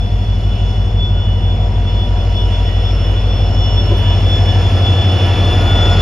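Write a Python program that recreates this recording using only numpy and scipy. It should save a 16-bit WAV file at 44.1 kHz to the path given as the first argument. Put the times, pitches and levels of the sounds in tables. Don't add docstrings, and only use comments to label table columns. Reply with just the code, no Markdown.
import sys
import numpy as np
from scipy import signal
from scipy.fft import rfft, irfft
from scipy.io import wavfile
from scipy.ndimage import uniform_filter1d, map_coordinates

SR = 44100
rng = np.random.default_rng(int(sys.argv[2]) if len(sys.argv) > 2 else 0)


def wav_out(sig):
    wavfile.write(sys.argv[1], SR, np.round(np.clip(np.atleast_2d(sig).T, -1, 1) * 32767).astype(np.int16))


N = 265041
T = np.arange(N) / SR
CRANK_HZ = 6.083
FIRING_HZ = 8 * CRANK_HZ


def exhaust():
    main_orders = ((8, 0), (9, 0), (11, 2), (13, 1), (15, 1), (16, 2), (17, 1))
    stack_deg = (16., 241., 0.)
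    # (base level [dB], drift [dB/s], dip time [s], half width [s], depth [dB])
    echo_dips = [(-16, 0.76, 5.12, 0.7, -30), (-23, -0.85, 4.8, 0.69, -17), (-43.5, 1.5, 1.3, 1.9, -14.5),
                 (-36, 2.5, 1.1, 1.7, -17), (-19.5, 1.5, 3.3, 0.48, -3), (-24.5, 0.93, 2.65, 1.3, -13),
                 (-20, 1.09, 2.45, 1.03, -9.5)]
    echo_turn_deg = (145, 130, 0, 90, 0, 0, 0)
    bulges = {13: (2.8, 0.31, 3.2), 15: (1.36, 0.3, 2), 16: (4.1, .3, 2.8), 17: (5.3, 0.47, -1.8)}
    # (crank order, base level [dB])
    weak_orders = [(7, -38.5), (10, -36), (12, -35), (18, -41.5), (21, -40.5), (23, -41.5), (24, -35),
                   (30, -37), (32, -39), (35, -38), (40, -43), (42, -47)]
    flat_hz, drift_ends_s = .11, 4.86
    hunt = np.radians(2.3) * (.4 + np.sin(2 * np.pi * (T - 2.2) / 4.8))
    crank = 2 * np.pi * CRANK_HZ * T + hunt
    out = 0
    for (k, stack), (db, drift, s, width, depth_db), turn in zip(main_orders, echo_dips, echo_turn_deg):
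        passed = .5 + np.arctan((T - s) / (width * undb(depth_db))) / np.pi
        phase = k * (crank + np.radians(stack_deg[stack])) - 2 * np.pi * flat_hz * T
        phase += np.radians(turn) * passed
        level_db = db + drift * np.minimum(T, drift_ends_s) + echo_dip_db(s, width, depth_db)
        if k > 10:
            level_db -= 1.5 * np.maximum(T - drift_ends_s, 0)
        at, half, bulge_db = bulges.get(k, (0, 1, 0))
        level_db += bulge_db * np.exp(-((T - at) / half) ** 2)
        out += tone(phase, level_db, lead=.05, spread=.004 * (k - 5), flutter_db=.3, pan_db=.9, fading=0)
    for k, db in weak_orders:
        level_db = db + .22 * nearness_db() - .74 + 1.7 * walk(1.1)
        phase = k * crank + 2 * np.pi * rng.random() + .71 * walk(1.61)
        out += tone(phase, level_db, lead=.099, spread=.085, flutter_db=.5, pan_db=4.5)
    return out


def echo_dip_db(s, width, depth_db):
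    away = ((T - s) / width) ** 2
    return 10 * np.log10((away + undb(depth_db) ** 2) / (away + 1))


def roar():
    # (frequency [Hz], relative density [dB])
    mid_spectrum = [(20, -4.5), (40, -6.5), (75, 5), (125, 0.5), (250, -3), (700, -7), (900, -13),
                    (1600, -20.5), (2700, -22), (3300, -30.5), (3800, -30), (4900, -29), (5800, -32.5),
                    (7300, -38), (7700, -53.5), (8300, -92.5), (9600, -47.5), (10200, -46.5), (12500, -50),
                    (13500, -69), (14200, -95.5)]
    # (frequency [Hz], relative density [dB])
    side_spectrum = [(20, -12), (130, -12), (250, -10), (450, -5.5), (720, -4.5), (1100, -9.5), (2700, -13),
                     (4400, -22.5), (6500, -26.5), (9000, -31), (10200, -40.5), (11500, -67),
                     (13500, -42.5), (15000, -42.5), (15800, -68)]
    # (frequency [Hz], width [Hz], relative level [dB])
    casing = [(340.4, 17, -12.5), (477.7, 18, -12.5), (581.8, 8, -18), (718, 120, -7.5), (2854, 800, -11.5),
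              (3417, 83, -12), (4360, 190, -26.5), (5310, 87, -20), (10660, 350, -35)]
    # (time [s], gain [dB])
    treble = [(0, 1), (.7, 2.5), (1.1, -3.5), (1.6, -2), (2.2, 0), (2.6, 1), (3.0, -1), (3.2, -1.5),
              (3.7, -1), (3.95, 0), (4.5, 1.5), (5.0, 0), (6, -1)]
    # (frequency [Hz], left minus right [dB])
    balance = [(50, -7.5), (250, -0.5), (600, 4.5), (1200, 3), (2400, -3), (5000, 4.5), (10000, 0)]
    near_db = nearness_db()
    rumble_db = -33 + .98 * near_db
    tilt_db = .14 * (near_db - np.mean(near_db))
    ahead = np.clip((5 - T) / 2.5, 0, 1)

    def gain(hz):
        hiss_share = np.clip(np.log2(hz / 700) / .88, 0, 1)
        treble_share = np.clip(np.log2(hz / 1500) / 2.2, 0, 1)
        flicker_db = (.4 + .5 * hiss_share) * walk(15)
        return undb(rumble_db + hiss_share * tilt_db + treble_share * curve(treble) + flicker_db)
    bands = [(hz, undb(1.5) * x) for hz, x in third_octaves(mid_spectrum)]
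    bands += [(hz, undb(db + 1.26 * walk(6)) * resonance(hz, width)) for hz, width, db in casing]
    balance_hz, balance_db = np.transpose(balance)
    left = right_low = right_high = 0
    for hz, x in bands:
        x = x * gain(hz)
        lean = undb(np.interp(np.log(hz), np.log(balance_hz), balance_db) / 2)
        left += x * lean
        if hz > 1200:
            right_high += x / lean
        else:
            right_low += x / lean
    lag_s = .00014 * ahead
    right = right_high + map_coordinates(right_low, [np.arange(N) - lag_s * SR], order=3, mode="mirror")
    side = undb(-15 + 4 * ahead) * sum(x * gain(hz) for hz, x in third_octaves(side_spectrum))
    return np.array([left + side, right - side])


def turbine(hz=3446.5):
    # (time [s], peak level [dB], half width [s])
    flares = [(0.042, -35, 0.058), (0.265, -35.5, 0.078), (0.503, -45, .06), (0.72, -37.5, 0.21),
              (1.036, -25, 0.039), (1.2, -32, 0.11), (1.48, -30, 0.051), (1.64, -36.5, 0.043),
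              (1.897, -30.5, 0.031), (2.024, -30.5, 0.033), (2.196, -36, 0.052), (2.397, -27, 0.038),
              (2.554, -28.5, 0.028), (2.679, -28.5, 0.02), (2.766, -34, .03), (2.876, -26.5, 0.027),
              (3.076, -33.5, 0.03), (3.184, -30, 0.021), (3.347, -32.5, 0.1), (3.634, -26, 0.054),
              (3.789, -21, 0.015), (3.95, -31, 0.11), (4.116, -29.5, 0.071), (4.328, -22, 0.057),
              (4.496, -22, 0.019), (4.68, -30, 0.21), (4.885, -21, 0.046), (5.05, -22, 0.078),
              (5.227, -26, 0.057), (5.37, -27, 0.06), (5.5, -25, 0.088), (5.737, -23, 0.06),
              (5.846, -20, 0.058), (6.0, -23, 0.015)]
    # (time [s], level [dB])
    partials = [
        [(0, -71), (3.3, -60), (3.8, -52), (4.5, -42), (5, -46), (5.7, -40.5), (6, -51)],
        [(0, -65), (1.35, -66), (1.52, -53), (1.7, -59), (2.1, -52), (2.4, -53.5), (4.2, -54), (4.75, -45.5),
         (4.92, -49), (5.15, -39.5), (5.4, -48), (5.6, -47), (6, -43)],
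        [(0, -67.5), (1.1, -68), (3, -66), (4.5, -58.5), (5.1, -57.5), (6, -50)],
    ]
    # (time [s], phase [rad])
    lead = ((0, 1.82), (3.8, 1.77), (6, 0.81))
    power = undb(-48.5 + nearness_db() + 4.5 * walk(24)) ** 2
    power += sum(undb(db) ** 2 * np.exp(-((T - s) / half) ** 2) for s, db, half in flares)
    phase = shaft_phase(hz, shake_rad=undb(-14))
    out = tone(phase + .15 * walk(25), 10 * np.log10(power), lead=curve(lead),
               spread=.25, flutter_db=.9, pan_db=1.5, fading=.2)
    for k, levels in zip((.5, 1.5, 2), partials):
        out += tone(k * phase + .9 * walk(40), curve(levels), lead=.4, spread=.6, flutter_db=1.6, fading=.5)
    return out


def gears(hz=2941):
    # (time [s], level [dB])
    levels = [(0, -52), (.62, -40), (1.08, -48), (1.3, -35), (1.75, -55), (1.9, -38.5), (2.2, -44.5),
              (2.5, -34.5), (2.6, -50), (2.72, -35), (2.9, -45.5), (3.05, -36), (3.3, -48), (3.68, -31.5),
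              (3.86, -37), (4.1, -31), (4.3, -45), (4.52, -29.5), (4.64, -49), (4.83, -38), (5.27, -31.5),
              (5.37, -48), (5.78, -32.5), (6, -41)]
    # (time [s], phase [rad])
    lead = ((0, 0.48), (6, 1.1))
    phase = shaft_phase(hz, shake_rad=undb(-10.5)) + .15 * walk(25)
    return tone(phase, curve(levels), lead=curve(lead), spread=.084, flutter_db=.9, pan_db=-5.5, fading=.2)


def shaft_phase(hz, shake_rad):
    shake = shake_rad * np.sin(2 * np.pi * FIRING_HZ * T + .5 * walk(7.3))
    return 2 * np.pi * np.cumsum(hz + 1.8 * walk(4)) / SR + shake


def alternator(slot_hz=479.6):
    # (time [s], level [dB])
    hums = [
        [(0.0, -67), (0.08, -46), (0.47, -49.5), (2.62, -38.5), (2.66, -46.5), (3.27, -48), (4.11, -35.5),
         (4.34, -56), (4.46, -37), (5.13, -49), (5.21, -36), (6.0, -39)],
        [(0.0, -53), (0.17, -54), (0.82, -50), (0.84, -64), (1.19, -42.5), (1.27, -56.5), (2.49, -50),
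         (3.44, -49.5), (5.56, -43), (5.58, -33.5), (5.98, -30.5), (6.0, -35)],
        [(0.0, -70), (0.22, -46), (0.28, -61), (2.59, -58.5), (2.69, -41), (2.81, -47), (3.66, -58.5),
         (5.9, -41), (6.0, -43.5)],
    ]
    out = 0
    for i, levels in enumerate(hums):
        phase = (i + 2) * 2 * np.pi * slot_hz * T + .86 * walk(12)
        out += tone(phase, curve(levels), spread=.29 + .5 * i, flutter_db=.9, pan_db=1.6, fading=.4)
    return out


def blower_and_squeals(blade_hz=1339.5, squeal_hz=5355.5, faint_hz=5895):
    # (time [s], level [dB])
    levels = [
        [(0, -52.5), (1.4, -58), (2.66, -52), (4.3, -49), (4.6, -43.5), (5, -45.5), (5.5, -42.5), (6, -37)],
        [(0, -51), (.55, -53), (1.4, -53.5), (2.0, -52), (2.5, -48.5), (3.0, -39.5), (3.15, -46), (3.35, -44),
         (3.5, -43), (3.65, -36), (3.8, -39), (3.95, -43), (4.1, -42), (4.45, -38), (4.8, -47.5), (5.3, -40.5),
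         (6, -43.5)],
    ]
    blade_db, squeal_db = map(curve, levels)
    shake = .9 * np.sin(2 * np.pi * FIRING_HZ * T + walk(4.8))
    out = tone(2 * np.pi * blade_hz * T + .7 * walk(9.9), blade_db, spread=.97, flutter_db=1.7, fading=.5)
    out += tone(2 * np.pi * faint_hz * T + walk(30), -74 + nearness_db(), fading=.5)
    squeal_phase = 2 * np.pi * squeal_hz * T + shake + .64 * walk(60)
    return out + tone(squeal_phase, squeal_db, lead=.5, spread=.5, flutter_db=1.2, pan_db=1.5, fading=.4)


def wheel_knock(attack_s=.013):
    # (time [s], gain [dB])
    knocks = [(3.905, -11)]
    # (frequency [Hz], relative level [dB], time to fall 60 dB [s])
    modes = [(343, 2.5, 0.14), (392, -3, 0.19), (563, -8, 0.17), (1004, -12, 0.19)]
    out = 0
    for s, db in knocks:
        age = np.maximum(T - s, 0)
        ring = sum(undb(mode_db - 60 * age / t60) * np.sin(2 * np.pi * hz * age) for hz, mode_db, t60 in modes)
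        out += undb(db) * ring * np.minimum(age / attack_s, 1)
    return out


def brake_air(attack_s=.027):
    # (time [s], gain [dB], decay time [s])
    puffs = [(3.96, -37, 0.035)]
    envelope = 0
    for s, db, decay_s in puffs:
        age = np.maximum(T - s, 0)
        envelope += undb(db) * np.exp(-age / decay_s) * np.minimum(age / attack_s, 1)
    hiss_band = signal.butter(4, (9500, 12800), "band", fs=SR, output="sos")
    return envelope * signal.sosfilt(hiss_band, rng.standard_normal(N))


def nearness_db(speed_m_s=4.25, abreast_s=7.38, track_m=5):
    metres = np.hypot(speed_m_s * (T - abreast_s), track_m)
    return 20 * np.log10(metres[0] / metres)


def tone(phase, db, lead=.24, spread=.64, flutter_db=1, pan_db=-7, fading=.073):
    apart = lead + spread * walk(3)
    paths = 1 + fading * np.exp(3j * walk(16))
    channels = []
    for side in (1, -1):
        wave = np.real(paths * np.exp(1j * (phase + side * apart / 2)))
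        channels.append(wave * undb(flutter_db * walk(15) + side * pan_db / 2))
    return np.sqrt(2) * undb(db) * np.array(channels)


def clatter_spectrum(turn_s=.16472, likeness=.8):
    # (frequency [Hz], share of the power)
    repeats = ((130, .3), (300, .55), (850, .6), (1100, .15), (2500, .08), (3500, 0))
    f = np.fft.rfftfreq(N, 1 / SR)
    comb = (1 - likeness ** 2) / np.abs(1 - likeness * np.exp(-2j * np.pi * f * turn_s)) ** 2
    share = np.interp(f, *np.transpose(repeats))
    return rfft(rng.standard_normal(N)) * np.sqrt(1 - share + share * comb)


def third_octaves(points):
    f = np.fft.rfftfreq(N, 1 / SR) + 1
    hz, db = np.transpose(points)
    spectrum = clatter_spectrum() * undb(np.interp(np.log(f), np.log(hz), db))
    spectrum /= np.sqrt(np.sum(np.abs(spectrum[(f > 120) & (f < 900)]) ** 2) * 2) / N
    for centre in 25 * 2 ** np.arange(0, 9.6, 1 / 3):
        yield centre, irfft(spectrum * np.clip(1 - np.abs(3 * np.log2(f / centre)), 0, 1), N)


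def resonance(hz, width_hz):
    f = np.fft.rfftfreq(N, 1 / SR)
    x = irfft(clatter_spectrum() / (1 + (2 * (f - hz) / width_hz) ** 2), N)
    return x / np.std(x)


def walk(rate):
    hold = int(SR / rate)
    steps = np.repeat(rng.standard_normal(N // hold + 1), hold)
    return 1.44 * uniform_filter1d(uniform_filter1d(steps, hold), hold)[:N]


def curve(table):
    return np.interp(T, *np.transpose(table))


def undb(db):
    return 10 ** (np.asarray(db) / 20)


def scene():
    whines = turbine() + gears()
    return exhaust() + whines + alternator() + blower_and_squeals() + roar() + wheel_knock() + brake_air()


def record(dry):
    top_cut = signal.ellip(8, .2, 70, 15800, fs=SR, output="sos")
    return signal.sosfilt(top_cut, np.tanh(.8 * dry) / .8)


dry = scene()
out = record(dry)
wav_out(out)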